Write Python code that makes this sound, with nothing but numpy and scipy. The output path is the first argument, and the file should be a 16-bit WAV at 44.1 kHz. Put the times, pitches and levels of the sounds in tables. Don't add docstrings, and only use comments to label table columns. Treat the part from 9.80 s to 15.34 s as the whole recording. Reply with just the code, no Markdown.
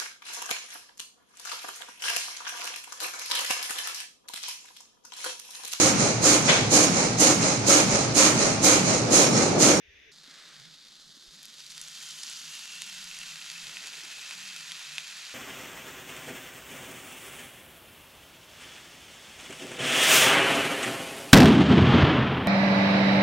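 import sys
import numpy as np
from scipy import signal
from scipy.fft import rfft, irfft
from scipy.io import wavfile

SR = 44100
rng = np.random.default_rng(int(sys.argv[2]) if len(sys.argv) > 2 else 0)


def master_out(mix):
    frames = np.transpose(np.atleast_2d(mix))
    ceiling = np.clip(frames, -1, 1)
    pcm = np.round(ceiling * 32767).astype(np.int16)
    wavfile.write(sys.argv[1], SR, pcm)


N = 244314

FIRE_START_S = 0.314
LAID_S, LAYING_S, DRY_S, DRYING_S = 2.176, 0.15, 2.44, 0.26


def from_db(db):
    return 10 ** (np.asarray(db) / 20)


def rms_one(x):
    return x / np.sqrt(np.mean(x ** 2) + 1e-20)


def peak_one(x):
    return x / np.abs(x).max()


def at_hz(points):
    hz, value = np.transpose(points)
    bins_hz = np.arange(N + 1) * SR / (2 * N)
    return np.interp(np.log(bins_hz + 1), np.log(hz), value)


def fade_in(start_s, length_s):
    return np.clip((np.arange(N) / SR - start_s) / length_s, 0, 1)


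def step(centre_s, width_s):
    return .5 + .5 * np.tanh((np.arange(N) / SR - centre_s) / (2 * width_s))


def bump(centre_s, half_length_s):
    return np.exp(-((np.arange(N) / SR - centre_s) / half_length_s) ** 2)


def swell(start_s, attack_s, hold_s, release_s):
    return fade_in(start_s, attack_s) * (1 - fade_in(start_s + attack_s + hold_s, release_s))


def drift(rate):
    knots = rng.standard_normal(int(rate * N / SR) + 2)
    return np.interp(np.arange(N) / SR * rate, np.arange(len(knots)), knots)


def colour(x, spectrum):
    cepstrum = irfft(np.log(from_db(at_hz(spectrum))))
    response = np.exp(2 * rfft(cepstrum[:N], 2 * N))
    return rms_one(irfft(rfft(x, 2 * N) * response)[:, :N])


def resonance(x, hz, width_hz):
    r = np.exp(-np.pi * width_hz / SR)
    zeros = np.array([1, 0, -1]) * (1 - r * r) / 2
    poles = [1, -2 * r * np.cos(2 * np.pi * hz / SR), r * r]
    return signal.lfilter(zeros, poles, x)


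def gliding_resonance(x, hz, width_hz):
    turn = np.exp(2j * np.pi * np.cumsum(hz) / SR)
    r = np.exp(-np.pi * width_hz / SR)
    return 2 * np.real(turn * signal.lfilter([1 - r], [1, -r], x / turn))


def stereo_noise(spectrum, side_db):
    mid, side = rng.standard_normal((2, N))
    return colour(mid + from_db(side_db) * side * [[1], [-1]], spectrum)


def wavering_tone(hz, waver, flutter_db):
    phase = 2 * np.pi * np.cumsum(hz * (1 + waver * drift(32))) / SR
    return rms_one(from_db(flutter_db * drift(28)) * np.sin(phase))


# frequency_hz, left_leads_by_rad
LEAD = [(500, -0.71), (1500, -0.094), (2600, -0.54), (6000, -0.41), (10000, -0.4), (12000, -0.59)]


def at_ports(x):
    return irfft(rfft(x, 2 * N) * np.exp(.5j * at_hz(LEAD) * [[1], [-1]]))[:, :N]


# frequency_hz, likeness (0 to 1)
LIKENESS = [(150, 0.25), (500, 0.91), (1300, 0.89), (7000, 0.88), (11500, 0.99), (12100, 0.84),
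            (12900, 0.25), (16000, 0.092)]


def among_stones(x, scatter_s):
    r = np.exp(-1 / (scatter_s * SR))
    envelope = np.sqrt(signal.lfilter([1 - r], [1, -r], x ** 2))
    tail = envelope * rng.standard_normal((2, N))
    alike = np.clip(at_hz(LIKENESS), 0, 1)
    direct = rfft(at_ports(x), 2 * N)
    return irfft(np.sqrt(alike) * direct + np.sqrt(1 - alike) * rfft(tail, 2 * N))[:, :N]


def bursts(per_s, spread_db, clump_db, hiss_db):
    born = rng.random(N) < per_s * from_db(clump_db * drift(70)) / SR
    sizes = from_db(spread_db * np.minimum(rng.exponential(1, N), 6.5)) * rng.choice([-1, 1], N)
    shots = rms_one(born * sizes / np.sqrt(per_s))
    return rms_one(shots + from_db(hiss_db) * rng.standard_normal(N))


def frying(per_s, spread_db, ring_db, ring_cycles):
    ticks = bursts(per_s, spread_db, clump_db=3.0, hiss_db=-9)
    drops = bursts(per_s, spread_db, clump_db=2.5, hiss_db=-22)
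    pitches = np.geomspace(1000, 12000, 16)
    dealt = rng.integers(0, len(pitches), N)
    rings = sum(resonance(drops * (dealt == k), hz, hz / ring_cycles) for k, hz in enumerate(pitches))
    return among_stones(ticks + from_db(ring_db) * rms_one(rings), scatter_s=0.0079)


# centre_s, half_length_s, level_db (before the opening's balance and fade), pitch_hz
HUMS = [(0.094, 0.014, -60, 72), (0.19, 0.03, -70, 63), (0.12, 0.052, -71, 420), (0.294, 0.037, -65.5, 465)]


def hums_and_bumps():
    out = 0
    for s, half_s, db, hz in HUMS:
        out = out + from_db(db) * bump(s, half_s) * wavering_tone(hz, waver=0.071, flutter_db=3)
    return out


# frequency_hz, density_db (per Hz)
AIR_COLOUR = [(30, -16), (90, -4.5), (140, -15.5), (280, -15), (420, -8), (560, -14), (850, -25.5),
              (1300, -21.5), (1800, -3), (2650, -4), (3200, -10.5), (3520, -5.5), (4200, -21.5),
              (6200, -16), (7500, -41.5), (16000, -38)]


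def opening():
    heard = fade_in(-0.24, 0.41) * (1 - fade_in(FIRE_START_S, 0.0092))
    hiss = from_db(-56.0) * stereo_noise(AIR_COLOUR, side_db=-3.0)
    return heard * (hiss + hums_and_bumps()) * from_db([[.6], [-.6]])


BREEZE_DB = -84.5
# centre_s, half_length_s, level_db
GUSTS_AND_THUMPS = [(0.11, 0.056, -86), (1.233, 0.06, -82), (1.487, 0.019, -66), (2.011, 0.09, -77),
                    (3.315, 0.17, -74), (3.853, 0.021, -68)]
# frequency_hz, density_db (per Hz)
WIND_COLOUR = [(20, 22), (45, 23.5), (90, -30), (140, -22), (400, -30)]


def breeze():
    wind = from_db(BREEZE_DB) + sum(from_db(db) * bump(s, half_s) for s, half_s, db in GUSTS_AND_THUMPS)
    return wind * stereo_noise(WIND_COLOUR, side_db=-11)


MUSHROOM_DB, MUSHROOM_RISE_DB_PER_S = -53.5, 0.64
# frequency_hz, density_db (per Hz)
MUSHROOM_COLOUR = [(200, -17.5), (500, -12.5), (900, -14.5), (1300, -9), (1800, -7), (2400, -8), (3000, -4),
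                   (3700, 3), (4700, 0), (5600, -4.5), (7200, -8), (8500, -14.5), (12200, -21.5),
                   (14000, -31.5)]


def mushrooms():
    level_db = MUSHROOM_DB + MUSHROOM_RISE_DB_PER_S * np.arange(N) / SR
    fizz = frying(9000, spread_db=3.5, ring_db=-11.5, ring_cycles=1.2)
    return from_db(level_db) * colour(fizz, MUSHROOM_COLOUR)


# centre_s, half_length_s, share_lost (0 to 1, at band centre), centre_hz
HAND_PASSES = [(0.32, 0.13, 0.45, 2600), (1.35, 0.18, 0.62, 2400), (2.497, 0.85, 0.43, 1980)]


def behind_hand(x):
    return x - sum(share * bump(s, half_s) * resonance(x, hz, width_hz=1250) for s, half_s, share, hz in HAND_PASSES)


WISP_WIDTH_HZ, WISP_WAVER = 40, 0.064
# start_s, length_s, level_db (before the flames' balance), first_hz, last_hz
WISPS = [(0.863, 0.17, -75, 200, 276), (1.229, 0.11, -68.5, 196, 146), (1.319, 0.21, -75.5, 230.6, 400),
         (1.521, 0.13, -67, 140, 244), (2.432, 0.11, -72, 185, 215), (2.53, 0.127, -72, 205, 320),
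         (4.538, 0.083, -66.5, 159.7, 219)]


def wisps():
    out = 0
    for s, length_s, db, first_hz, last_hz in WISPS:
        hz = (first_hz + (last_hz - first_hz) * fade_in(s, length_s)) * (1 + WISP_WAVER * drift(30))
        flutter = drift(2 * WISP_WIDTH_HZ) + 1j * drift(2 * WISP_WIDTH_HZ)
        band = rms_one(np.real(flutter * np.exp(2j * np.pi * np.cumsum(hz) / SR)))
        out = out + from_db(db) * bump(s + length_s / 2, length_s / 2) * band
    return out


FLAME_DB = -70
FLARE_ATTACK_S, FLARE_RELEASE_S = 0.036, 0.063
FLARE_WAVER, FLARE_FLUTTER_DB = 0.075, 2.5
FLARE_TONE_DB, FLARE_NOISE_DB = 1.5, -9.5
# frequency_hz, density_db (per Hz)
FLAME_COLOUR = [(20, -18), (100, -46.5), (130, -10), (152, 0), (176, -4.5), (205, -2), (250, -11),
                (340, -12.5), (600, -32), (1500, -58)]
# start_s, hold_s, level_db (reference for tone and rush), pitch_hz
FLARES = [(0.764, 0.045, -63, 152.8), (0.824, 0.045, -62.5, 172), (1.91, 0.13, -67, 162),
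          (2.63, 0.0097, -62.5, 160), (2.898, 0.13, -66, 176), (3.09, 0.18, -62.5, 166),
          (3.343, 0.19, -64.5, 168.4), (3.681, 0.18, -62, 163.8), (3.93, 0.075, -64.5, 172.6),
          (4.136, 0.036, -66, 162.9), (4.536, 0.2, -63, 177.8), (4.773, 0.11, -65, 160.1),
          (5.062, 0.12, -63, 165.2)]


def flames():
    powers = []
    for s, hold_s, db, _ in FLARES:
        powers.append((from_db(db) * swell(s, FLARE_ATTACK_S, hold_s, FLARE_RELEASE_S)) ** 2)
    powers = np.array(powers) + 1e-14
    power = powers.sum(axis=0)
    hz = np.array(FLARES)[:, 3] @ powers / power
    tone = from_db(FLARE_TONE_DB) * wavering_tone(hz, FLARE_WAVER, FLARE_FLUTTER_DB) * from_db([[-12], [0]])
    rush = from_db(FLARE_NOISE_DB) * stereo_noise(FLAME_COLOUR, side_db=0.5)
    rumble = from_db(FLAME_DB + 1.5 * drift(10.0)) * stereo_noise(FLAME_COLOUR, side_db=-4.0)
    return np.sqrt(power) * (tone + rush) + (rumble + wisps()) * from_db([[-5.0], [2.5]])


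# frequency_hz, density_db (per Hz)
SLEEVE_COLOUR = [(150, -36), (300, -8), (600, -4.5), (950, -8), (1300, 4), (1900, 3.5), (2600, -1.5),
                 (4000, -2.5), (8000, -9), (14000, -36)]
# frequency_hz, density_db (per Hz)
RUSTLE_COLOUR = [(30, -15), (100, -15), (250, -1.5), (500, -3), (900, -2), (3000, -32)]
# start_s, level_db (before onset smoothing), pitch_hz, t60_s
KNOCKS = [(0.479, -48.5, 263, 0.053), (1.369, -54, 275, 0.049), (3.872, -49.5, 160, 0.072),
          (3.901, -65, 75, 0.12)]


def cook():
    reach = from_db(-55.0) * swell(0.37, attack_s=0.18, hold_s=0.13, release_s=0.34)
    sit_back = from_db(-63.0 + 3.8 * drift(45)) * swell(3.82, attack_s=0.069, hold_s=0.11, release_s=0.76)
    swish = reach * stereo_noise(SLEEVE_COLOUR, side_db=-12)
    out = swish + sit_back * stereo_noise(RUSTLE_COLOUR, side_db=-12.0)
    for s, peak_db, hz, t60 in KNOCKS:
        t = np.maximum(np.arange(N) / SR - s, 0)
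        decay = from_db(peak_db - 60 * np.minimum(t / t60, 2))
        out = out + decay * np.sin(2 * np.pi * hz * t) * fade_in(s, 0.0024)
    return out


POP_PUFF_S, POP_CRACK_S = 0.00042, 0.00043
POP_BODY_DB = -15.5
POP_SCATTER_DB, POP_SCATTER_S = -27.5, 0.0038
POP_ECHO_S, POP_ECHO_DB = 0.00173, -10
POP_LOW_HZ, POP_TOP_HZ = 724, 11240


def pop(hz, cycles, crack_db, puff_db):
    t = np.arange(SR // 25) / SR
    tail = from_db(puff_db) * np.exp(-t / POP_PUFF_S) + from_db(POP_SCATTER_DB) * np.exp(-t / POP_SCATTER_S)
    kick = tail * rng.standard_normal(len(t))
    kick[0] = 1
    ring = resonance(kick, hz, 2 * hz / max(cycles, 1))
    body = resonance(kick, hz / 2, hz / 2)
    crack = signal.lfilter([1, -1], [1, -0.4], kick * np.exp(-t / POP_CRACK_S))
    x = peak_one(ring) + from_db(POP_BODY_DB) * peak_one(body) + 2 * from_db(crack_db) * peak_one(crack)
    x = x - from_db(POP_ECHO_DB) * np.interp(t - POP_ECHO_S, t, x, left=0)
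    x = signal.sosfilt(signal.butter(2, POP_LOW_HZ, "high", fs=SR, output="sos"), x)
    return peak_one(signal.sosfilt(signal.butter(6, min(POP_TOP_HZ, SR / 3), fs=SR, output="sos"), x))


SMALL_POP_DB, SMALL_POP_SPREAD_DB = -32.5, 2.5
SMALL_POP_LOW_HZ, SMALL_POP_HIGH_HZ = 3200, 7200


def small_pops(count, first_s, cycles, crack_db, puff_db):
    when, size, pitch = rng.random((count, 3)).T
    s = first_s + (N / SR - first_s) * when
    contact = np.interp(s * SR, np.arange(N), step(LAID_S, LAYING_S))
    peak_db = SMALL_POP_DB + SMALL_POP_SPREAD_DB * (2 * size - 1) - 7 * (1 - contact)
    hz = SMALL_POP_LOW_HZ * (SMALL_POP_HIGH_HZ / SMALL_POP_LOW_HZ) ** pitch
    return [(*row, cycles, crack_db, puff_db) for row in zip(s, peak_db, hz)]


GAP_OPEN_HZ, GAP_LAID_HZ, GAP_SAG_HZ, SETTLE_S, SETTLING_S = 3780, 2770, 187, 3.4, 0.33
GAP_WIDTH_HZ = 140


def gap_pitch():
    laid_hz = GAP_OPEN_HZ + (GAP_LAID_HZ - GAP_OPEN_HZ) * step(LAID_S, LAYING_S)
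    return laid_hz - GAP_SAG_HZ * step(SETTLE_S, SETTLING_S)


POP_GAP_DB = -13
TICK_HZ, TICK_CYCLES, TICK_CRACK_DB, TICK_PUFF_DB = 3830, 1.1, -12, -23
# start_s, level_db (peak, before the gap's ring), pitch_hz,
# ring (cycles), crack_db (against the ring, before pop() doubles it), puff_db (steam, against the first impulse)
POPS = [(0.7994, -37, 3900, 11, -20, -14), (1.5549, -39, 4300, 2.5, -16, -12),
        (1.6305, -32.5, 7000, 1.5, -5, -5), (1.6547, -29, 7260, 5.2, -18, 0),
        (1.805, -30, 4170, 4.6, -18, -5), (1.9222, -33, 4380, 5.6, -16, -12.5),
        (1.9788, -28.5, 4370, 6.8, -20, -7), (2.0147, -20.5, 6400, 8.5, -24.5, -11.5),
        (2.084, -27, 5000, 1.6, -9, -20), (2.3085, -25, 5600, 6, -24, -8), (2.4328, -24, 4900, 7.5, -28, 0),
        (2.4344, -23, 5500, 9.9, -28, -4), (2.4368, -28, 4000, 3, -24, -15),
        (2.4989, -26.5, 7700, 18, -28, -14), (2.5145, -30, 2900, 2.8, -6, -19),
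        (2.5713, -34, 4000, 2, -14, -12), (2.7526, -26, 5000, 3, -18, -12),
        (2.7923, -28, 4130, 4.5, -18, -14), (3.0200, -17, 5200, 3.5, -12, -10),
        (3.064, -29.5, 6260, 5.3, -17, -6), (3.0974, -29.5, 3120, 7, -1, 4), (3.3131, -28, 2690, 5, -8, -3),
        (3.3881, -26.5, 3990, 1.5, -6, -13), (3.4148, -29, 3000, 10, -14, -8),
        (3.4315, -29.5, 4500, 1.5, -12, -16), (3.4332, -29, 2580, 5, -17, -14),
        (3.5582, -26, 3100, 2.6, -10, -26), (3.7008, -22.3, 4410, 6.3, -24, -8),
        (3.7795, -30, 2750, 5.4, -18, -15), (3.8695, -25.5, 2600, 2.6, -14, -14),
        (3.8952, -30, 2700, 3.7, -18, -21), (3.9697, -24, 2600, 5.2, -26, -12),
        (4.0724, -23, 3040, 1.1, -18, -18), (4.1341, -29, 2900, 5.4, -22, -12),
        (4.5097, -24, 2520, 5.3, -24, -18), (4.912, -26, 2500, 2.7, -18, -12),
        (4.9193, -18.5, 2670, 3.2, -28, -10), (5.1822, -14.8, 2560, 4.9, -25, -19)]
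# start_s, level_db (peak, before the gap's ring)
TICKS = [(2.8561, -26), (3.017, -27), (3.1414, -30), (3.1476, -27), (3.183, -29), (3.242, -25.5),
         (3.7162, -25), (3.837, -32), (4.0604, -28), (4.2506, -26.5), (4.5525, -28), (4.7639, -24),
         (4.9935, -26.5)]


def pops():
    rows = list(POPS) + [(s, db, TICK_HZ, TICK_CYCLES, TICK_CRACK_DB, TICK_PUFF_DB) for s, db in TICKS]
    rows += small_pops(count=70, first_s=1.7, cycles=6.4, crack_db=-18, puff_db=-9)
    out = np.zeros(N + SR)
    for s, peak_db, hz, cycles, crack_db, puff_db in rows:
        x = pop(hz, cycles, crack_db, puff_db)
        at = round(s * SR)
        out[at:at + len(x)] += from_db(peak_db) * x
    out = out[:N]
    return at_ports(out + from_db(POP_GAP_DB) * gliding_resonance(out, gap_pitch(), GAP_WIDTH_HZ))


# frequency_hz, density_db (per Hz)
STEAK_COLOUR = [(150, -44), (450, -20.5), (750, -12), (1100, -9), (1500, -3), (2400, 1.5), (4000, 1),
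                (5300, -1), (6600, 1), (7600, -3), (8300, -7), (12000, -13.5), (13500, -19.5), (15700, -33)]
FLASH_HZ, FLASH_WIDTH_HZ = 5200, 2000
# centre_s, half_length_s, level_db (against the sizzle)
FLASHES = [(1.8, 0.021, 2), (1.7, 0.0081, -4), (2.476, 0.011, -9), (2.565, 0.021, -5), (2.52, 0.25, -6.5)]


def flash():
    flurry = among_stones(bursts(900, spread_db=4.0, clump_db=2.5, hiss_db=-22), scatter_s=0.004)
    ringing = resonance(colour(flurry, STEAK_COLOUR), FLASH_HZ, FLASH_WIDTH_HZ)
    return sum(from_db(db) * bump(s, half_s) for s, half_s, db in FLASHES) * rms_one(ringing)


def droplets(per_s, spread_db, puff_s):
    energy = (rng.random(N) < per_s / SR) * from_db(spread_db * np.minimum(rng.exponential(1, N), 3)) ** 2
    dying = signal.lfilter([1], [1, -np.exp(-2 / (puff_s * SR))], energy + 1e-18)
    return among_stones(rms_one(np.sqrt(dying) * rng.standard_normal(N)), scatter_s=0.0084)


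CRACKLE_PER_S = 380
# frequency_hz, density_db (per Hz)
SPIT_COLOUR = [(500, -42), (2000, -8), (4600, 2.5), (7000, -3.5), (8500, -6), (12000, -12), (15500, -44.5)]


def crackle(spread_db, clump_db):
    born = rng.random(N) < CRACKLE_PER_S * from_db(clump_db * drift(25)) / SR
    sizes = from_db(spread_db * np.minimum(rng.exponential(1, N), 2)) * rng.choice([-1, 1], N)
    return colour(among_stones(born * sizes + 1e-9, scatter_s=0.003), SPIT_COLOUR)


STEAK_DB, WET_DB, COOLING_DB_PER_S = -44.5, 3, 0.55
BURSTS_PER_S = 6000
COARSE_DB, COARSE_DB_PER_S, COARSE_WET_DB = -2, 1.5, -4
SPIT_DB, SPIT_FIRST_TOUCH_DB = -15.5, 12.5
CRACKLE_DB = -13
GAP_DB, GAP_WET_DB = 2.5, -7
GAP_FLICKER_DB, GAP_WAVER = 1.2, 0.004
PRESS_S, PRESS_LENGTH_S, PRESS_DB = 2.95, 0.18, 7
# pitch_hz, width_hz, level_db (gain on top, added to the sizzle)
HOLLOWS = [(1015, 88, -7.5), (1415, 144, -4.5), (1820, 130, -7), (3150, 83, -2.5), (3650, 74, -24),
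           (4600, 92, -4.5)]


def steak():
    contact = step(LAID_S, LAYING_S)
    wet = 1 - step(DRY_S, DRYING_S)
    since_s = np.arange(N) / SR - LAID_S
    sizzle = frying(BURSTS_PER_S * (contact + 0.2), spread_db=3.0, ring_db=-5.0, ring_cycles=3.0)
    x = colour(sizzle, STEAK_COLOUR)
    coarse_db = COARSE_DB + COARSE_DB_PER_S * since_s + COARSE_WET_DB * wet
    low_mids = signal.sosfilt(signal.butter(1, 2300, fs=SR, output="sos"), x)
    x = x + (from_db(coarse_db) - 1) * low_mids
    spit = colour(droplets(per_s=260, spread_db=6.5, puff_s=0.0016), SPIT_COLOUR)
    x = x + from_db(SPIT_DB + SPIT_FIRST_TOUCH_DB * (1 - contact)) * spit
    x = x + flash() + from_db(CRACKLE_DB) * crackle(spread_db=5.0, clump_db=5.5)
    gap_db = GAP_DB + GAP_WET_DB * wet + PRESS_DB * bump(PRESS_S, PRESS_LENGTH_S) + GAP_FLICKER_DB * drift(35)
    gap_hz = gap_pitch() * (1 + GAP_WAVER * drift(22.12))
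    whistle = from_db(gap_db) * gliding_resonance(x, gap_hz, GAP_WIDTH_HZ)
    hollows = sum(from_db(db) * resonance(x, hz, width) for hz, width, db in HOLLOWS)
    level_db = STEAK_DB + WET_DB * wet - COOLING_DB_PER_S * since_s
    return (x + whistle + hollows) * np.sqrt(contact) * from_db(level_db)


def scene():
    slate = (behind_hand(mushrooms() + steak()) + pops()) * from_db([[-.3], [.3]])
    return (slate + flames()) * fade_in(FIRE_START_S, 0.0035) + cook() + opening() + breeze()


CUTOFF_HZ = 15600


def record(dry):
    return signal.sosfilt(signal.ellip(10, .1, 70, CUTOFF_HZ, fs=SR, output="sos"), dry)


dry = scene()
out = record(dry)
master_out(out)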